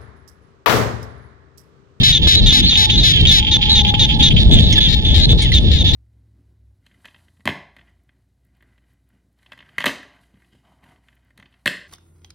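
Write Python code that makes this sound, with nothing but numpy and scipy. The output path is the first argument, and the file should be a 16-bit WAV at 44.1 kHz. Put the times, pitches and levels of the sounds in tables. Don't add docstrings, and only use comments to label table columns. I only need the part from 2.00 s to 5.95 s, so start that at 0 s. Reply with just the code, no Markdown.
import sys
import numpy as np
from scipy import signal
from scipy.fft import rfft, irfft
from scipy.io import wavfile
from scipy.ndimage import uniform_filter1d

SR = 44100
rng = np.random.default_rng(int(sys.argv[2]) if len(sys.argv) > 2 else 0)


def volts(x):
    e = np.asarray(x, float) / 20
    return 10 ** e


def unload_audio(sound):
    columns = np.transpose(np.atleast_2d(sound))
    steps = np.round(np.clip(columns, -1, 1) * 32767)
    wavfile.write(sys.argv[1], SR, steps.astype(np.int16))


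N = 174195
LEFT_RIGHT = np.array([[.5], [-.5]])


def curve(rows, at, log=False):
    x, y = np.array(rows, float).T
    if log:
        return np.interp(np.log(at), np.log(x), y)
    return np.interp(at, x, y)


def band(hz, wide_hz):
    f = np.arange(N // 2 + 1) * SR / N
    spectrum = rfft(rng.standard_normal(N)) / (1 + ((f - hz) * 2 / wide_hz) ** 4)
    x = irfft(spectrum, N)
    return x / x.std()


def walk(rate):
    hold = int(SR / rate)
    steps = np.repeat(rng.standard_normal(N // hold + 1), hold)
    smooth = uniform_filter1d(uniform_filter1d(steps, hold), hold)
    return 1.38 * smooth[:N]


def add(out, x, start_s):
    i = max(int(start_s * SR), 0)
    x = x[:, :N - i]
    out[:, i:i + x.shape[1]] += x


def call(length_s, db, hz, voice, modes, pan_db=0, attack_s=0.0036):
    rate, slowing, sag, lag_ms, fastest_s, scatter = voice
    release_s, droop_db, click_rise_s = 0.0035, -2, .00011
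    size_db = 110 * scatter
    chance = rng.standard_normal((64, 3))

    even_times = np.arange(64) / rate
    gaps = (1 + slowing * np.abs(even_times - fastest_s)) / rate
    t = np.cumsum(gaps) - gaps[0] + scatter * chance[:, 0] / rate
    keep = t < length_s
    t, chance = np.abs(t[keep]), chance[keep]

    size = volts(db + size_db * chance[:, 1] + droop_db * t / length_s)
    size = size * np.clip((t + 1 / rate) / attack_s, 0, 1)
    size = size * np.clip((length_s - t) / release_s, .3, 1)
    pitch = hz * (1 - sag * np.abs(t - fastest_s)) * (1 + scatter / 3 * chance[:, 2])

    out = np.zeros((2, int(length_s * SR) + 512))
    arrivals = (t + max(lag_ms, 0) / 1000, t - min(lag_ms, 0) / 1000)
    for c, when in enumerate(arrivals):
        at = np.ceil(when * SR).astype(int)[:, None] + np.arange(400)
        age = at / SR - when[:, None]
        ring = 0
        for mode in modes:
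            multiple, mode_db, t60_ms = mode[0], mode[1 + c], mode[3]
            tone = np.sin(2 * np.pi * multiple * pitch[:, None] * age)
            ring = ring + volts(mode_db) * tone * volts(-60000 * age / t60_ms)
        ring = ring * (1 - np.exp(-age / click_rise_s))
        gain = 2.6 * volts(pan_db * (.5 - c))
        clicks = gain * size[:, None] * ring
        out[c] = np.bincount(at.ravel(), clicks.ravel(), out.shape[1])[:out.shape[1]]
    return out


# (time [s], length [s], level [dB])
NEAR_FROG_CALLS = [(0.032, 0.089, -11), (0.272, 0.088, -11.5), (0.524, 0.089, -12), (0.773, 0.089, -12),
                   (1.034, 0.092, -12), (1.313, 0.091, -12)]
# (multiple of throat pitch [ratio], left level [dB], right level [dB], 60 dB decay [ms])
NEAR_THROAT = [(.55, 12.5, 1, 0.83), (1., 8, 6.5, 6.6), (1.3, 9, 4.5, 1.61), (1.7, 8, 0.5, 1.13),
               (2.9, -7.5, -36, 5.4)]


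def near_frog():
    voice = (450, 4.5, 1., -.41, .022, .012)
    out = np.zeros((2, N))
    for start_s, length_s, db in NEAR_FROG_CALLS:
        add(out, call(length_s, db, 3900, voice, NEAR_THROAT), start_s)
    return out


# (time [s], length [s], level [dB])
LEFT_FROG_CALLS = [(2.885, 0.037, -10.5), (2.924, 0.028, -9.5), (3.143, 0.077, -10.5),
                   (3.387, 0.066, -15.5), (3.714, 0.069, -12), (3.933, 0.034, -10)]
# (multiple of throat pitch [ratio], left level [dB], right level [dB], 60 dB decay [ms])
LEFT_THROAT = [(.55, 7, 0.5, 0.62), (1., 3.5, -18.5, 5), (1.3, -19, -5, 1.5), (1.8, -6, -2.5, 1.3),
               (2.9, -44, -44, 4.8)]


def left_frog():
    voice = (470, 3., .7, -.41, .01, .018)
    out = np.zeros((2, N))
    for start_s, length_s, db in LEFT_FROG_CALLS:
        add(out, call(length_s, db, 3780, voice, LEFT_THROAT), start_s)
    return out


# (time [s], length [s], level [dB])
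RIGHT_FROG_CALLS = [(0.124, 0.061, -12.5), (0.46, 0.071, -12), (0.692, 0.048, -13.5), (0.74, 0.034, -15.5),
                    (0.898, 0.069, -16.5), (1, 0.092, -19), (1.269, 0.061, -11.5), (1.513, 0.06, -12.5),
                    (1.751, 0.071, -13.5), (1.993, 0.067, -12), (2.226, 0.066, -11), (3.539, 0.053, -15),
                    (3.784, 0.047, -19.5), (3.869, 0.054, -19.5)]
# (multiple of throat pitch [ratio], left level [dB], right level [dB], 60 dB decay [ms])
RIGHT_THROAT = [(.55, -30, -5, 1.3), (1., 3.5, 3, 12.5), (1.3, -38, -63, 0.25), (1.73, -17, -5, 5.3),
                (3.3, -29, -19.5, 9.2)]


def right_frog():
    voice = (480, 3.6, 0.9, 0.05, .012, .017)
    out = np.zeros((2, N))
    for start_s, length_s, db in RIGHT_FROG_CALLS:
        add(out, call(length_s, db, 3660, voice, RIGHT_THROAT), start_s)
    return out


# (time [s], length [s], level [dB])
DEEP_FROG_CALLS = [(0.485, 0.011, -17), (0.516, 0.0089, -10), (0.666, 0.014, -14.5), (0.717, 0.025, -12.5),
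                   (0.738, 0.0051, -8), (0.755, 0.01, -10.5), (0.896, 0.018, -8.5), (1.146, 0.0083, -12),
                   (1.159, 0.027, -11.5), (1.253, 0.013, -7), (1.386, 0.036, -15), (1.427, 0.017, -12.5),
                   (1.449, 0.012, -10), (1.468, 0.037, -8.5), (1.611, 0.011, -12.5), (1.624, 0.019, -9.5),
                   (1.657, 0.042, -13.5), (1.79, 0.012, -10.5), (1.849, 0.025, -11), (1.94, 0.02, -9),
                   (2.091, 0.038, -10), (2.207, 0.026, -10), (2.306, 0.024, -9.5), (2.364, 0.028, -9)]
# (multiple of throat pitch [ratio], left level [dB], right level [dB], 60 dB decay [ms])
DEEP_THROAT = [(.6, -16, -16, 2), (1., -1, 0, 9), (1.9, -22, -20, 3)]


def deep_frog():
    voice = (275, 1.24, -.4, 0.85, 0, .03)
    out = np.zeros((2, N))
    for start_s, length_s, db in DEEP_FROG_CALLS:
        add(out, call(length_s, db, 3127, voice, DEEP_THROAT), start_s)
    return out


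# (time [s], length [s], level [dB], throat pitch [Hz])
CLIMBING_CALLS = [(0.646, 0.054, -13, 4020), (.957, 0.046, -10.5, 3750), (1.863, 0.044, -13, 3370),
                  (3.206, 0.054, -11, 3800)]
# (time [s], length [s], level [dB], throat pitch [Hz])
ARCHING_CALLS = [(0.346, 0.058, -13, 4000), (0.625, 0.042, -16, 3680), (1.692, 0.059, -11.5, 3980),
                 (2.193, 0.028, -15.5, 3540), (2.508, 0.091, -14.5, 3640), (2.621, 0.062, -20, 3850),
                 (2.804, .082, -13.5, 3620), (3.045, 0.053, -17.5, 3590), (3.096, .077, -21, 3460),
                 (3.286, 0.049, -15.5, 3670)]
# (multiple of throat pitch [ratio], left level [dB], right level [dB], 60 dB decay [ms])
MIDDLE_THROAT = [(.55, -12, -11.5, 1.46), (1., 3.5, 4.5, 12.1), (1.3, -12, -26, 1.5),
                 (1.72, -19.5, -10.5, 4.3)]


def middle_frogs():
    climbing_voice = (400, -1.2, -1.3, .1, 0, .018)
    arching_voice = (450, 3.5, 1.6, .1, .028, .02)
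    out = np.zeros((2, N))
    for start_s, length_s, db, hz in CLIMBING_CALLS:
        add(out, call(length_s, db, hz, climbing_voice, MIDDLE_THROAT, attack_s=.03), start_s)
    for start_s, length_s, db, hz in ARCHING_CALLS:
        add(out, call(length_s, db, hz, arching_voice, MIDDLE_THROAT, attack_s=.008), start_s)
    return out


# (time [s], length [s], level [dB], throat pitch [Hz])
FAR_FROG_CALLS = [(0., 0.027, -22, 3720), (0.213, 0.066, -21.5, 3530), (0.411, 0.047, -24, 3890),
                  (.865, 0.028, -41, 3750), (1.121, 0.094, -20.5, 3410), (1.198, 0.022, -20.5, 3750),
                  (2.136, 0.019, -21.5, 3880), (2.383, 0.054, -23, 3730), (2.44, 0.044, -38.5, 3260),
                  (2.596, 0.017, -16, 3540), (2.678, 0.066, -22.5, 3540), (2.747, 0.05, -19, 3510),
                  (3.001, 0.052, -32.5, 3540), (3.458, 0.026, -31, 3570), (3.519, 0.028, -21.5, 4040),
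                  (3.633, 0.11, -30.5, 3540)]
# (multiple of throat pitch [ratio], left level [dB], right level [dB], 60 dB decay [ms])
FAR_THROAT = [(.55, -37.5, -15, 5.7), (1.001, 8.5, 13, 7.6), (1.75, -3, -28, 1.8)]


def far_frogs():
    voice = (460, 2.8, 1.2, 0.15, .018, .018)
    crowd_calls, crowd_db, spread_db, crowd_hz = 110, -33.5, 4, 3550
    out = np.zeros((2, N))
    for start_s, length_s, db, hz in FAR_FROG_CALLS:
        add(out, call(length_s, db, hz, voice, FAR_THROAT, attack_s=0.017), start_s)
    for k, (louder, higher, aside) in enumerate(rng.standard_normal((crowd_calls, 3))):
        db = crowd_db + spread_db * louder
        hz = crowd_hz * (1 + .05 * higher)
        add(out, call(.06, db, hz, voice, FAR_THROAT, pan_db=3 * aside), k / crowd_calls * N / SR)
    return out


def frogs():
    echo_db, echo_t60_s = -16, .12
    out = near_frog() + left_frog() + right_frog() + deep_frog() + middle_frogs() + far_frogs()
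    age = np.arange(8000) / SR
    tail = rng.standard_normal((2, len(age))) * volts(-60 * age / echo_t60_s)
    tail = tail * volts(echo_db) / np.sqrt(np.sum(tail ** 2, 1, keepdims=True))
    return out + signal.fftconvolve(out, tail, axes=1)[:, :N]


# (time [s], level [dB])
GUST_STRENGTH = [(0.0, -19), (0.03, -14), (0.05, -23.5), (0.26, -10.5), (0.31, -24), (0.42, -8.5),
                 (0.57, -23), (0.64, -13), (0.86, -21), (0.96, -14), (1.37, -19.5), (1.56, -14.5),
                 (1.65, -17.5), (2.32, -13.5), (2.45, -10.5), (2.97, -15), (3.0, -12.5), (3.95, -11.5)]
# (frequency [Hz], level per Hz [dB])
WIND_COLOUR = [(12, -36), (20, -6.5), (59, 2), (171, -7), (756, -36.5), (840, -43.5), (949, -56),
               (1300, -52), (1690, -79), (2860, -120)]


def wind(t):
    wind_db, pan_db, swell_db, flicker_db = 1.36, 2, 2., 2.2
    like = 0.65
    out, swell = 0, walk(16)
    for hz in 25 * 2 ** np.arange(0, 6, .5):
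        mid, side = band(hz, hz / 2), band(hz, hz / 2)
        db = curve(WIND_COLOUR, hz, True) + 10 * np.log10(hz)
        db = db + swell_db * swell + flicker_db * walk(14)
        ports = np.sqrt(1 + like) * mid + np.sqrt(1 - like) * side * np.array([[1], [-1]])
        out = out + volts(db) * ports
    return out / out.std() * volts(curve(GUST_STRENGTH, t) + wind_db + LEFT_RIGHT * pan_db)


# (time [s], level [dB], left over right [dB])
PORT_POPS = [(0.0314, -35, 11.5), (0.2732, -25, 3), (0.5257, -29, -3.5), (0.7322, -31, 1),
             (0.7756, -36.5, -1), (1.5683, -32, 14), (1.718, -34, 1.0), (1.94, -26.5, -8.5),
             (2.4695, -42, 8), (2.7778, -36, 12), (3.1463, -47, -1), (3.3323, -30, 2), (3.3914, -35, 13)]


def pops():
    fall_s, rise_s = 0.0017, .00008
    out, t = np.zeros((2, N)), np.arange(300) / SR
    step = np.exp(-t / fall_s) - np.exp(-t / rise_s)
    for start_s, db, pan_db in PORT_POPS:
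        add(out, volts(db + 18 + LEFT_RIGHT * pan_db) * step, start_s)
    return out


# (time [s], length [s], level [dB], top pitch [Hz], brightest frequency [Hz])
BIRD_SQUAWKS = [
    (2.726, 0.034, -15, 1122, 5880),
    (3.42, 0.055, -17.5, 1164, 8900),
]
# (frequency [Hz], level [dB])
BEAK_COLOUR = [(1000, -11.5), (2200, -6), (3300, -3), (5500, -9), (9000, -1.5), (12000, -33)]


def bird():
    rise_s, sag, rasp = .008, 0.23, .018
    dims_db, bright_db, bright_octaves = 2.26, 12, .3
    out = np.zeros((2, N))
    for start_s, length_s, db, hz, bright_hz in BIRD_SQUAWKS:
        t = np.arange(int(length_s * SR)) / SR
        glide = np.interp(t, [0, rise_s, length_s], [.9, 1, 1 - sag])
        f = hz * glide * (1 + rasp * walk(900)[:len(t)])
        phase = 2 * np.pi * np.cumsum(f) / SR
        x = 0
        for k in range(1, 11):
            octaves_off = np.log2(k * f / bright_hz)
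            peak_db = bright_db * np.exp(-(octaves_off / bright_octaves) ** 2)
            partial_db = curve(BEAK_COLOUR, k * f, True) + peak_db - k * dims_db * t / length_s * 2
            x = x + volts(partial_db) * np.sin(k * phase + k * k)
        x = x * np.clip(t / 0.0014, 0, 1) * np.clip((length_s - t) / 0.0057, 0, 1)
        add(out, volts(db) * x * np.ones((2, 1)), start_s)
    return out


# (time [s], length [s], level [dB], pitch [Hz], second partial level [dB])
BIRD_CHIRPS = [
    (2.779, .014, -17, 1722, 12),
    (3.519, 0.0093, -12, 2020, 0.5),
]


def bird_chirps():
    out = np.zeros((2, N))
    for start_s, length_s, db, hz, second_db in BIRD_CHIRPS:
        t = np.arange(int(length_s * SR)) / SR
        partials_db = [0, second_db] + [-12 - 3 * k for k in range(5)]
        shape = volts(db - 5 * t / length_s) * np.clip(t / 0.00022, 0, 1)
        shape = shape * np.clip((length_s - t) / 0.0014, 0, 1)
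        ports = []
        for lead_s in (0, .00009):
            tone = sum(volts(partial_db) * np.sin(2 * np.pi * (k + 1) * hz * (t + lead_s))
                       for k, partial_db in enumerate(partials_db))
            ports.append(shape * tone)
        add(out, np.array(ports), start_s)
    return out


# (time [s], level [dB])
CRICKET_EFFORT = [
    (1.7, -59),
    (2.4, -47.5),
    (3.95, -54),
]


def cricket(t):
    chirps_per_s, strokes_per_s, chirp_end_s = 9.2, 140, 2.665
    chirp = ((t - chirp_end_s) * chirps_per_s) % 1
    swell = chirp ** .8 * np.clip((1 - chirp) * 20, 0, 1)
    strokes = .6 + .4 * np.cos(2 * np.pi * (t * strokes_per_s + .3 * walk(20)))
    return volts(curve(CRICKET_EFFORT, t)) * swell * strokes * band(9400, 330)


def katydid():
    return volts(-70 + 6 * walk(30)) * band(15035, 40.) * volts(LEFT_RIGHT * 5)


def far_drone():
    return np.array([volts(-43 + 7.2 * walk(8.1)) * band(848, 71) for _ in range(2)])


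def hiss():
    return volts(-66) * rng.standard_normal((2, N))


# (frequency [Hz], level [dB])
MICROPHONE_COLOUR = [(1200, -24), (1700, -2), (3500, -2.14), (6900, -5), (7400, -20.5), (8100, -29.5),
                     (9500, -11), (15000, -17)]


def scene():
    t = np.arange(N) / SR
    voices = frogs() + bird() + bird_chirps() + hiss()
    hz = np.arange(1, N // 2 + 2) * SR / N
    coloured = irfft(rfft(voices) * volts(curve(MICROPHONE_COLOUR, hz, True)), N)
    return coloured + wind(t) + pops() + cricket(t) + katydid() + far_drone()


def band_limit(x):
    return signal.sosfilt(signal.butter(12, 15700, fs=SR, output="sos"), x)


def record(dry):
    ceiling, knee = 1.12, 8
    rounded = dry / (1 + np.abs(dry / ceiling) ** knee) ** (1 / knee)
    top_cut = signal.ellip(8, .2, 70, 15700, fs=SR, output="sos")
    mix = np.clip(signal.sosfilt(top_cut, rounded), -1, 1)
    return band_limit(mix)


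dry = scene()
out = record(dry)
unload_audio(out)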